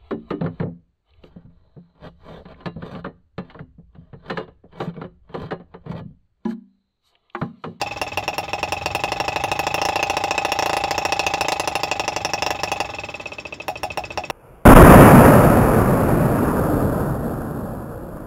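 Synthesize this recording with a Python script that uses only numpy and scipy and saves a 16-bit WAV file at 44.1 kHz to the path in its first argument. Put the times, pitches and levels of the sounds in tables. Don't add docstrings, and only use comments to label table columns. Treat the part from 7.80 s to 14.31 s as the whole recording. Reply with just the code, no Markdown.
import sys
import numpy as np
from scipy import signal
from scipy.fft import rfft, irfft
from scipy.io import wavfile

SR = 44100
rng = np.random.default_rng(int(sys.argv[2]) if len(sys.argv) > 2 else 0)


def unload_wav(signal):
    wavfile.write(
        sys.argv[1],
        SR,
        np.round(np.clip(np.atleast_2d(signal).T, -1, 1) * 32767).astype(np.int16),
    )


N = 287091
TIME = np.arange(N) / SR
CUTOFF_HZ = 16200
CRUISE_CYCLES_PER_S = 24
# (level_at_cruise_db, db_per_doubling_of_speed)
FIRE_PUFF, MISS_PUFF, MISS_RING = (2.16, 3.9), (-7.5, 1.7), (-5.5, -2.5)
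HUM_LAW, HISS_LAW, CHUFF_LAW = (-21.5, 15.6), (-45, 5.8), (-37.5, 0)
HOOT_LAW, SPIT_LAW = (-23.5, -7.5), (-35, 1.4)


def from_db(db):
    return 10 ** (np.asarray(db) / 20)


def curve(rows, at):
    return np.interp(at, *np.transpose(rows))


def uneven(db, scatter_db):
    return db + scatter_db * np.clip(rng.standard_normal(len(db)), -2, 2)


def noise(spectrum):
    hz, db = np.transpose(spectrum)
    bins_hz = np.maximum(np.arange(N // 2 + 1) * SR / N, 1)
    gain = from_db(np.interp(np.log(bins_hz), np.log(hz), db))
    shaped = irfft(rfft(rng.standard_normal(N)) * gain, N)
    return shaped / np.sqrt(np.mean(shaped ** 2) + 1e-20)


def resonate(x, hz, width_hz):
    r = np.exp(-np.pi * width_hz / SR)
    feedback = [1, -2 * r * np.cos(2 * np.pi * hz / SR), r * r]
    return signal.lfilter(np.array([1, 0, -1]) * (1 - r * r) / 2, feedback, x)


def soften(x, cut_hz):
    return signal.sosfilt(signal.butter(2, cut_hz, fs=SR, output="sos"), x)


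def clicks(times, db):
    out = np.full(N + SR, 1e-18)
    out[np.round(times * SR).astype(int)] = from_db(db)
    return out[:N]


def strikes(times, db, cut_hz):
    return soften(clicks(times, db), cut_hz)


def since(times):
    latest = np.maximum(np.searchsorted(times, TIME) - 1, 0)
    return latest, np.maximum(TIME - times[latest], 0)


# start_s, firings, cycles_per_firing, speed_change_share_per_cycle
FIRING_SPELLS = [(0.0147, 1, 4, -0.04), (0.2151, 1, 3, -0.036), (0.3737, 2, 2, 0.015),
                 (0.5813, 1, 3, -0.027), (0.7323, 2, 2, 0.029), (0.922, 1, 3, -0.026),
                 (1.0592, 2, 2, 0.012), (1.237, 10, 2, 0.0064), (2.0161, 2, 1, 0.0028),
                 (2.0871, 10, 2, 0.00032), (2.789, 5, 1, -0.0065), (2.9673, 9, 2, -0.0011),
                 (3.6091, 1, 2, 0.025), (3.6839, 1, 1, 0.004), (3.7203, 11, 2, -.0062),
                 (4.6223, 2, 1, -.01), (4.7053, 1, 3, -.023), (4.8337, 2, 2, -.012),
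                 (5.0024, 1, 15, -.0331), (5.8816, 1, 2, -.032), (6.0326, 1, 2, -0.0056),
                 (6.174, 1, 3, -0.045), (6.3747, 1, 2, -0.0049), (6.5, 1, 2, 0)]

def cycles(last_end_s=6.62):
    times, fires = [], []
    ends = [row[0] for row in FIRING_SPELLS[1:]] + [last_end_s]
    for (start, firings, every, change), end in zip(FIRING_SPELLS, ends):
        cycle = np.arange(firings * every)
        period = 1 / (1 + change * cycle)
        times.extend(start + (end - start) * (np.cumsum(period) - period) / period.sum())
        fires.extend(cycle % every == 0)
    return np.array(times), np.array(fires)


def by_speed(law, times):
    cruise_db, db_per_doubling = law
    starts, _ = cycles()
    speed = np.interp(times, (starts[1:] + starts[:-1]) / 2, 1 / np.diff(starts))
    return cruise_db + db_per_doubling * np.log2(speed / CRUISE_CYCLES_PER_S)


# frequency_hz, density_db
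BACKGROUND_SPECTRUM = [(50, -23.5), (150, 4.5), (300, 11), (800, -1.5), (1500, -5.5), (3500, -15.5),
                       (7000, -20.5), (9000, -72), (16000, -48)]

def background():
    return from_db(-45.5) * noise(BACKGROUND_SPECTRUM)


# pitch_hz, width_hz, level_db
BENCH_MODES = [(113, 47, 25), (164, 19, 26.5)]
# pitch_hz, width_hz, level_db
FRAME_MODES = [(61.8, 20.5, -3.5), (84.8, 38, 4.5), (138.6, 26, -1), (166.3, 41, 3)]
# frequency_hz, density_db
RUMBLE_SPECTRUM = [(20, -45), (40, -58), (58, 2), (80, -0.5), (100, 4.5), (125, 1), (150, -3.5),
                   (175, -6.5), (210, -11.5), (400, -35), (2000, -48)]
# time_s, level_db
BENCH_SHAKE = [(0.0, -44.5), (1.34, -37.5), (2.95, -47), (3.02, -40.5), (3.78, -44), (4.78, -40.5),
               (5.83, -50.5), (5.87, -45), (6.46, -43), (6.5, -41)]

def bench(starts, fired):
    kicks = strikes(fired, by_speed(FIRE_PUFF, fired) - 14, cut_hz=162)
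    thud = sum(from_db(db) * resonate(kicks, hz, width) for hz, width, db in BENCH_MODES)
    rocks = strikes(starts, 54.5, cut_hz=162)
    drone = sum(from_db(db) * resonate(resonate(rocks, hz, width), hz, width)
                for hz, width, db in FRAME_MODES)
    rumble = from_db(-1) * noise(RUMBLE_SPECTRUM)
    return thud + from_db(curve(BENCH_SHAKE, TIME)) * (drone + rumble)


def workshop(x, t60_s, wet_db):
    age = TIME[:SR // 2]
    onset = np.clip((age - .006) / 0.00067, 0, 1)
    tail = rng.standard_normal(len(age)) * from_db(-60 * age / t60_s) * onset
    return x + from_db(wet_db) * signal.fftconvolve(x, tail / np.linalg.norm(tail))[:N]


# delay_ms, signed_gain
REFLECTIONS = [(0.82, 0.16), (1.07, 0.7), (1.4, -0.34), (1.87, 0.42), (3.02, 0.33), (4.05, -0.42),
               (4.28, -0.42), (5.48, -0.59), (6.24, -0.15), (6.5, 0.58), (8.68, 0.086), (9.81, 0.079),
               (10.82, -0.3), (12.01, 0.047)]

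def corner(x, dull_hz):
    dull = soften(x, dull_hz)
    samples = np.arange(N)
    return x + sum(gain * np.interp(samples + 2 - ms * SR / 1000, samples, dull, left=0)
                   for ms, gain in REFLECTIONS)


def intake_hum(inlet, phase, pitch_hz):
    stroke, _ = since(inlet)
    hz = pitch_hz * (1 + 0.0075 * rng.standard_normal(len(inlet)))[stroke]
    swell = np.exp(-((phase - 0.33) / 0.23) ** 2)
    tone = swell * np.sin(2 * np.pi * np.cumsum(hz) / SR)
    return soften(resonate(tone, pitch_hz, width_hz=164), cut_hz=6900)


# frequency_hz, density_db
CHUFF_SPECTRUM = [(500, -29), (2800, -2.5), (4300, -10.5), (5000, -3), (5450, 8), (6200, -24), (7000, 2),
                  (7600, -6), (8200, -23.5), (10200, -13.5), (11500, -63), (16000, -36)]

def inlet_chuff(inlet, t60_s):
    openings = clicks(inlet, by_speed(CHUFF_LAW, inlet))
    decay = signal.lfilter([1], [1, -from_db(-60 / (t60_s * SR))], openings)
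    return soften(decay, cut_hz=2100) * noise(CHUFF_SPECTRUM)


# frequency_hz, density_db
HISS_SPECTRUM = [(300, -5), (1000, 7.5), (1270, 9.5), (1520, -1), (2030, 10), (2300, 7), (3600, 6),
                 (4500, -5), (5500, -7), (6200, -2), (7500, -7), (8200, -33), (10000, -24), (14500, -18)]
# cycle_share, level_db
INTAKE_FLOW = [(0, 1), (0.206, 7), (0.231, 10.5), (.3, -2.5), (.45, 5), (.62, -1.5), (.8, -15), (1, 1)]
# time_s, level_db
THROTTLE_OPENING = [(0, 1), (.6, -1), (2, -1), (3, -0.5), (4.3, -2.5), (5, -2), (5.35, -5.5), (5.8, -16),
                    (6.2, -9), (6.5, -9)]

def intake(starts):
    phase = np.interp(TIME, starts, np.arange(len(starts))) % 1
    inlet = starts[:-1] + .215 * np.diff(starts)
    throttle_db = curve(THROTTLE_OPENING, TIME)
    hum = from_db(by_speed(HUM_LAW, TIME) + throttle_db) * intake_hum(inlet, phase, pitch_hz=820)
    hiss_db = by_speed(HISS_LAW, TIME) + 0.56 * throttle_db + curve(INTAKE_FLOW, phase)
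    hiss = from_db(hiss_db) * noise(HISS_SPECTRUM)
    return hum, hiss + inlet_chuff(inlet, t60_s=0.034)


# start_hz, end_hz, level_db, length_s
CYLINDER_NOTES = [(793.6, 832, 2, 0.074), (694, 735, -4.5, 0.088), (603, 652, 0, 0.051)]

def cylinder_hoot(fired, glide_s, swell_s):
    _, age = since(fired)
    notes = 0
    for start_hz, end_hz, db, length_s in CYLINDER_NOTES:
        turns = end_hz * age - (end_hz - start_hz) * glide_s * (1 - np.exp(-age / glide_s))
        notes += from_db(db - 60 * (age / length_s) ** 2) * np.sin(2 * np.pi * turns)
    swell = 1 - np.exp(-(age / swell_s) ** 2)
    return from_db(by_speed(HOOT_LAW, TIME)) * swell * notes


# time_s, crack_db, ring_db
BURN_STRENGTH = [(0, -15.5, -0.5), (.5, -35, 2.5), (.75, -35, 3), (1, -20.5, -1), (1.601, -22, -1.5),
                 (2.6, -18.5, 1), (2.95, -22, -2), (3.5, -17, 3.5), (3.8, -19, -1), (4.6, -17.5, -1),
                 (4.999, -19.5, -0.5), (5.9, -38, -4), (6.5, -31, -3.5)]

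def burn(fired):
    time_s, crack_db, ring_db = np.transpose(BURN_STRENGTH)
    return np.interp(fired, time_s, crack_db), np.interp(fired, time_s, ring_db)


# time_s, boost_db
PARTIAL_BURNS = [(1.98, 7), (2.19, 6), (3.65, 6.5)]

def partial_burn(missed):
    index = np.arange(len(missed))
    return sum(db * (index == np.argmin(abs(missed - time_s))) for time_s, db in PARTIAL_BURNS)


# pitch_hz, width_hz, fire_db, miss_db
METAL_MODES = [(2552.6, 43.6, 21, -1), (2574, 69, 5, 17.5), (2717, 50, 21, 1), (3110, 33, -44, 11.5),
               (5490, 100, 12.5, 1.5), (5570, 91, -4, -14)]

def metal_ring(fired, missed, ring_db):
    miss_ring_db = by_speed(MISS_RING, missed) + partial_burn(missed)
    ring = 0
    for hz, width, fire_db, miss_db in METAL_MODES:
        hard = strikes(fired, uneven(ring_db + fire_db, scatter_db=3.0), cut_hz=6340)
        soft = strikes(missed, uneven(miss_ring_db + miss_db, scatter_db=2.4), cut_hz=4150)
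        ring += resonate(hard + soft, hz, width)
    return ring


def jet(times, spectrum, level_db, rise_s, t60_s, tail_db, tail_t60_s, whistle_db):
    turbulence, out = noise(spectrum), np.zeros(N)
    age = TIME[:SR // 10]
    decay = from_db(-60 * age / t60_s) + from_db(tail_db - 60 * age / tail_t60_s)
    envelope = (1 - np.exp(-age / rise_s)) * decay
    peak_hz, _ = max(spectrum, key=lambda point: point[1])
    bands_hz = np.minimum(peak_hz * np.exp(rng.normal(0, 0.19, len(times))), CUTOFF_HZ)
    for start, db, band_hz in zip((times * SR).astype(int), level_db, bands_hz):
        burst = turbulence[start:start + len(age)] * envelope[:N - start]
        whistle = from_db(whistle_db) * resonate(burst, band_hz, width_hz=600)
        out[start:start + len(burst)] += from_db(db) * (burst + whistle)
    return out


# frequency_hz, density_db
CRACK_SPECTRUM = [(300, -9), (1000, -18), (2000, 3), (3300, 0.5), (4600, -1), (5600, 7), (6600, -1.5),
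                  (7500, -1.5), (8200, -12), (12000, -59)]
# frequency_hz, density_db
SPIT_SPECTRUM = [(5000, -1), (8200, -9.5), (9300, -3.5), (10300, 3.5), (11500, -2), (12300, -1.5),
                 (13200, -9), (14000, -3), (15400, 1.5), (17000, -15)]

def exhaust_jets(fired, crack_db):
    crack_db = uneven(crack_db, scatter_db=1.0)
    spit_db = uneven(by_speed(SPIT_LAW, fired), scatter_db=3.8)
    crack = jet(fired, CRACK_SPECTRUM, crack_db, rise_s=0.00019, t60_s=0.015,
                tail_db=-30, tail_t60_s=0.047, whistle_db=-16)
    spit = jet(fired, SPIT_SPECTRUM, spit_db, rise_s=0.000073, t60_s=0.038,
               tail_db=-18, tail_t60_s=0.053, whistle_db=5.5)
    return crack, spit


# pitch_hz, width_hz, fire_db, miss_db
GAS_MODES = [(475.5, 166.5, 18, 17), (590, 86, 8.5, 14.5), (733, 55, 18.5, 2), (824.7, 37, 21, 16),
             (1193, 56, 9, 13.5), (1802, 385, 8, 7.5)]

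def exhaust_bark(fired, missed):
    steep = strikes(fired, uneven(by_speed(FIRE_PUFF, fired), scatter_db=0.6), cut_hz=2770)
    puff_db = by_speed(MISS_PUFF, missed) + partial_burn(missed)
    soft = strikes(missed, uneven(puff_db, scatter_db=0.36), cut_hz=1440)
    return sum(resonate(from_db(fire_db) * steep + from_db(miss_db) * soft, hz, width)
               for hz, width, fire_db, miss_db in GAS_MODES)


def scene():
    starts, fires = cycles()
    fired, missed = starts[fires], starts[~fires]
    crack_db, ring_db = burn(fired)
    crack, spit = exhaust_jets(fired, crack_db)
    hum, drawn_air = intake(starts)
    hoot = cylinder_hoot(fired, glide_s=0.014, swell_s=0.015)
    engine = drawn_air + metal_ring(fired, missed, ring_db) + crack + exhaust_bark(fired, missed)
    airborne = workshop(corner(engine, dull_hz=6400) + hum + spit + hoot, t60_s=0.091, wet_db=-11.5)
    return (background() + bench(starts, fired) + airborne)[None]


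def record(dry):
    ceiling = 0.62
    rounded = ceiling * np.tanh(dry / ceiling)
    return signal.sosfilt(signal.ellip(10, .1, 80, CUTOFF_HZ, fs=SR, output="sos"), rounded)


dry = scene()
out = record(dry)
unload_wav(out)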